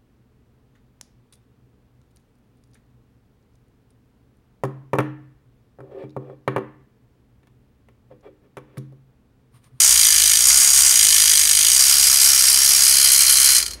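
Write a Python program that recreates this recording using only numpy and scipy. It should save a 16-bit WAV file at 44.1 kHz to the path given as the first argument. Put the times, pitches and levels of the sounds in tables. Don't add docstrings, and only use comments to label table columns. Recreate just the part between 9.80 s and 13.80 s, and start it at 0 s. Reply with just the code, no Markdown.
import sys
import numpy as np
from scipy import signal
from scipy.fft import rfft, irfft
from scipy.io import wavfile
from scipy.ndimage import uniform_filter1d, minimum_filter1d

SR = 44100
rng = np.random.default_rng(int(sys.argv[2]) if len(sys.argv) > 2 else 0)


def file_out(sig):
    cols = np.atleast_2d(sig).T
    lim = np.clip(cols, -1, 1)
    pcm = np.round(lim * 32767).astype(np.int16)
    wavfile.write(sys.argv[1], SR, pcm)


N = 176400
T = np.arange(N) / SR

# t/s, f/Hz
MOTOR_SPEED = [(0.0, 68.1), (0.09, 64.9), (0.19, 54.7), (0.3, 53.1), (0.54, 51.6), (0.67, 67.1),
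               (0.76, 68.9), (1.04, 68.7), (1.12, 64.2), (1.22, 52.2), (1.42, 53.0), (1.58, 50.4),
               (1.83, 51.4), (1.94, 65.5), (2.1, 69.2), (2.5, 68.7), (2.6, 64.3), (2.7, 67.4), (2.95, 68.9),
               (3.2, 66.9), (3.4, 68.2), (3.55, 66.1), (3.68, 68.6), (3.8, 59.1)]
# t/s, level/dB
RATTLE_LEVEL = [(0.0, -11), (0.04, -11.5), (0.59, -14), (0.7, -12), (0.89, -12), (0.94, -15), (0.95, -12.5),
                (1.62, -13), (1.63, -14.5), (1.92, -13), (2.93, -13.5), (3.39, -11.5), (3.4, -13),
                (3.78, -12)]
# place/turns, scatter/turns, pressed level/dB, free level/dB, decay/s,
# accent f/Hz, accent level/dB
TURN_KNOCKS = [(0.064, .012, -15.5, -36, .0012, 1420, 15), (.13, .025, -3.5, -4.5, 0.0011, 7840, 0.5),
               (.21, .025, -4.5, -3, 0.0016, 9200, -7), (.29, .04, -5.5, -9, 0.00095, 6000, -6.5),
               (.38, .035, -4.5, -10.5, 0.0012, 3450, 5.5), (.50, .04, -13, -6, 0.0011, 5100, -11),
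               (.69, .03, -10.5, -8, 0.003, 2260, 1), (.775, .03, -14, -21.5, .001, 9500, 9.5),
               (.98, .04, -14, -9.5, 0.0006, 10200, -12)]
# f/Hz, level/dB (pressed, free, regripped, tilted)
FRAME_COLOUR = [(250, -36, -30, -32, -33), (530, -35, -31, -33, -27.5), (734, -23.5, -20, -21.5, -22.5),
                (955, -21.5, -18, -20.5, -22), (1340, -17.5, -13.5, -14, -12),
                (2150, -9.5, -11, -12.5, -11), (2750, -12.5, -13, -13.5, -16.5),
                (3950, -8, -10.5, -11.5, -17), (4640, -9.5, -10, -11.5, -9), (6420, -9, -12, -5.5, -2),
                (7100, -10, -9, -9.5, -6.5), (8370, -3, -3.5, -4.5, -5.5), (10230, -3.5, -3, -4.5, -1),
                (12050, -9.5, -10.5, -9.5, -8), (14100, -15, -13, -15, -16.5),
                (15400, -14, -15.5, -15, -14)]
# f/Hz, width/Hz, height/dB (pressed, free, regripped, tilted)
FRAME_MODES = [(680, 60, 3, 3, 0, -3), (1130, 90, 2, 0, 0, 0), (1433, 74, 2, 4, 3, -2),
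               (1725, 90, 5, -2, 0, -3), (2110, 80, 2, 3, 1, -2), (2338, 112, 1, 1, 2, 7),
               (3019, 150, 6, 7, 5, 12), (3194, 101, 7, 1, 1, 12), (4136, 137, 1, -7, 4, 17),
               (4262, 60, 0, -4, 9, 14), (4763, 82, 11, 13, 13, 8), (4900, 150, 11, 12, 14, 9),
               (5385, 150, -10, 10, 6, 0), (5582, 75, 6, 11, 12, 1), (5797, 126, 11, 14, 6, -3),
               (6030, 123, 12, 15, 2, -10), (6449, 150, 9, 15, 3, -10), (6737, 115, 14, 18, 5, 2),
               (6893, 75, 10, 13, 7, -11), (7610, 150, 1, 5, 3, -10), (8303, 147, 3, 6, 1, 5),
               (8473, 75, 3, 7, 2, 3), (8577, 75, 6, 6, -3, -11), (11417, 75, 3, 2, -2, -12),
               (12574, 118, 6, 5, 4, 4), (13912, 75, 2, 3, 6, 2)]
# t/s, tilt/0-1
MACHINE_TILT = [(2.4, 0), (3.02, .1), (3.14, 1)]
# f/Hz, T60/s
ROOM_DECAY = [(300, 1), (2000, 0.22), (6000, .26), (14000, .2)]
# f/Hz, rms level/dB
HUM_TONES = [(56.7, -45.5), (170.1, -67), (350, -63)]
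# f/Hz, relative level/dB
ROOM_NOISE = [(20, -32), (38, -24), (50, -13), (80, 7), (110, -8.5), (200, -5.5), (350, -4.5), (550, -9),
              (800, -15), (2000, -14), (8000, -41), (16000, -42)]
# t/s, relative level/dB
LAST_KNOCKS = [(3.8012, -10), (3.813, -14), (3.827, -10.5), (3.840, -23), (3.858, -22), (3.863, -14),
               (3.8799, -19), (3.908, -24), (3.912, -25), (3.922, -30), (3.9338, -24), (3.943, -32)]

FREE_HZ, PRESSED_HZ = 67.65, 53.2
REGRIP_S, THUMB_AWAY_S, OFF_S = (1.89, 2.13), 2.0, 3.792


def amp(db):
    return 10 ** (np.asarray(db) / 20)


def unit(x):
    return x / np.sqrt(np.mean(x ** 2) + 1e-20)


def curve(points):
    return np.interp(T, *np.transpose(points))


def over_hz(points, hz, column=1):
    table = np.array(points, float)
    return np.interp(np.log(hz + 1), np.log(table[:, 0]), table[:, column])


def add(mix, start_s, sound):
    part = mix[max(round(start_s * SR), 0):][:len(sound)]
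    part += sound[:len(part)]


def accent(x, hz, db, q=2):
    b, a = signal.iirpeak(hz, q, fs=SR)
    return x + amp(db) * signal.lfilter(b, a, x)


def knock(decay_s, attack_s=0.00019, shiver_s=0.0041, shiver_db=-15.5, grain_db=2.5):
    age_s = T[:900]
    noise, grain = rng.standard_normal((2, len(age_s)))
    rise = 1 - np.exp(-age_s / attack_s)
    fall = np.exp(-age_s / decay_s) + amp(shiver_db) * np.exp(-age_s / shiver_s)
    burst = noise * amp(grain_db * grain) * rise * fall
    return burst / np.linalg.norm(burst) * np.sqrt(SR / FREE_HZ)


def linkage(speed_hz, press, rub_db=-15):
    turns = np.cumsum(speed_hz) / SR
    turn_index = np.arange(int(turns[-1]) + 1)
    turn_start_s = np.interp(turn_index, turns, T)
    held = np.interp(turn_start_s, T, press)
    by_thumb = lambda pressed, free: held * pressed + (1 - held) * free
    force, play, glint = rng.standard_normal((len(turn_index), 3)).T
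    turn_db = by_thumb(.5, 1.17) * force
    wander_s = by_thumb(.0001, .0003) * play
    rattle = np.zeros(N)
    for place, scatter, pressed_db, free_db, decay_s, accent_hz, accent_db in TURN_KNOCKS:
        late, hard = rng.standard_normal((2, len(turn_index)))
        knock_turns = turn_index + place + scatter * by_thumb(.3, 1) * late
        times_s = np.interp(knock_turns, turns, T) + wander_s
        levels_db = by_thumb(pressed_db, free_db) + turn_db + by_thumb(.7, 2) * hard
        track = np.zeros(N)
        for start_s, db in zip(times_s, levels_db):
            add(track, start_s, amp(db) * knock(decay_s) * (start_s < OFF_S))
        rattle += accent(track, accent_hz, accent_db)
    glint_db = -8.5 + 7 * (1 - press) * np.minimum(glint, 2)[turns.astype(int)]
    rattle = accent(rattle, hz=11500, db=glint_db, q=3.2)
    rub = amp(rub_db) * rng.standard_normal(N) * (T < OFF_S)
    return (unit(rattle) + rub) * amp(curve(RATTLE_LEVEL))


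def frame(drive, shares, size=8192):
    hz = abs(np.fft.fftfreq(size, 1 / SR))
    bell = lambda centre_hz, width_hz: 1 / (1 + (2 * (hz - centre_hz) / width_hz) ** 2)
    notch_db = -4.5 * bell(centre_hz=1580, width_hz=41)
    out = np.zeros(N)
    for grip, share in enumerate(shares):
        peaks = sum(amp(heights_db[grip]) ** 2 * bell(mode_hz, width_hz)
                    for mode_hz, width_hz, *heights_db in FRAME_MODES)
        gain = amp(over_hz(FRAME_COLOUR, hz, column=grip + 1) + notch_db) * np.sqrt(1 + peaks)
        minimum_phase = np.exp(np.conj(signal.hilbert(np.log(gain))))
        ring = np.fft.ifft(minimum_phase).real[:size // 2]
        out += signal.oaconvolve(drive * share, ring / np.linalg.norm(ring))[:N]
    return out


def room(x, tail_db=-10.5, first_echo_s=0.0044, tails_per_s=3.934, count=5):
    age_s = T[:SR // 2]
    out = x.copy()
    for k, noise in enumerate(rng.standard_normal((count, len(age_s)))):
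        hz, frame_s, spectrum = signal.stft(noise * (age_s > first_echo_s), SR, nperseg=256)
        decay = amp(-60 * frame_s / over_hz(ROOM_DECAY, hz)[:, None])
        tail = signal.istft(spectrum * decay, SR, nperseg=256)[1][:len(age_s)]
        offset = (T * tails_per_s + k) % count - count / 2
        share = np.cos(np.pi / 2 * np.clip(offset, -1, 1))
        out += amp(tail_db) * signal.oaconvolve(x * share, tail / np.linalg.norm(tail))[:N]
    return out


def background(beat_end_s=1.27, noise_db=-48):
    tone = lambda hz, db: np.sqrt(2) * amp(db) * np.sin(2 * np.pi * hz * T)
    hum = sum(tone(hz, db) for hz, db in HUM_TONES)
    second_hum = tone(hz=60.2, db=-49.5) * np.clip((beat_end_s - T) * 20, 0, 1)
    colour = amp(over_hz(ROOM_NOISE, np.fft.rfftfreq(N, 1 / SR)))
    noise = irfft(rfft(rng.standard_normal(N)) * colour, N)
    return hum - second_hum + amp(noise_db) * unit(noise)


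def run_down(gain_db=-10, lowpass_hz=11400):
    knocks = np.zeros(N)
    for start_s, db in LAST_KNOCKS:
        add(knocks, start_s, amp(db + gain_db) * knock(decay_s=0.0044))
    dull = signal.lfilter(*signal.butter(1, lowpass_hz, fs=SR), knocks)
    return accent(dull, hz=4250, db=-0.5, q=22)


def scene():
    speed_hz = curve(MOTOR_SPEED)
    press = np.clip((FREE_HZ - speed_hz) / (FREE_HZ - PRESSED_HZ), 0, 1) * (T < THUMB_AWAY_S)
    regrip = np.interp(T, REGRIP_S, (0, 1))
    tilt = curve(MACHINE_TILT)
    shares = press * (1 - regrip), (1 - press) * (1 - regrip), regrip * (1 - tilt), regrip * tilt
    machine = frame(linkage(speed_hz, press) + run_down(), shares)
    return (room(machine) + background())[None]


def record(dry, limit_db=-.2, knee=5.3, window_samples=45, lowpass_hz=15730):
    peak = -minimum_filter1d(-abs(dry), window_samples)
    gain = (1 + (peak / amp(limit_db)) ** knee) ** (-1 / knee)
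    smooth_gain = uniform_filter1d(uniform_filter1d(gain, window_samples), window_samples // 2)
    lowpass = signal.firwin(801, lowpass_hz, window=("kaiser", 9), fs=SR)
    return signal.oaconvolve(dry * smooth_gain, lowpass[None], "same")


dry = scene()
out = record(dry)
file_out(out)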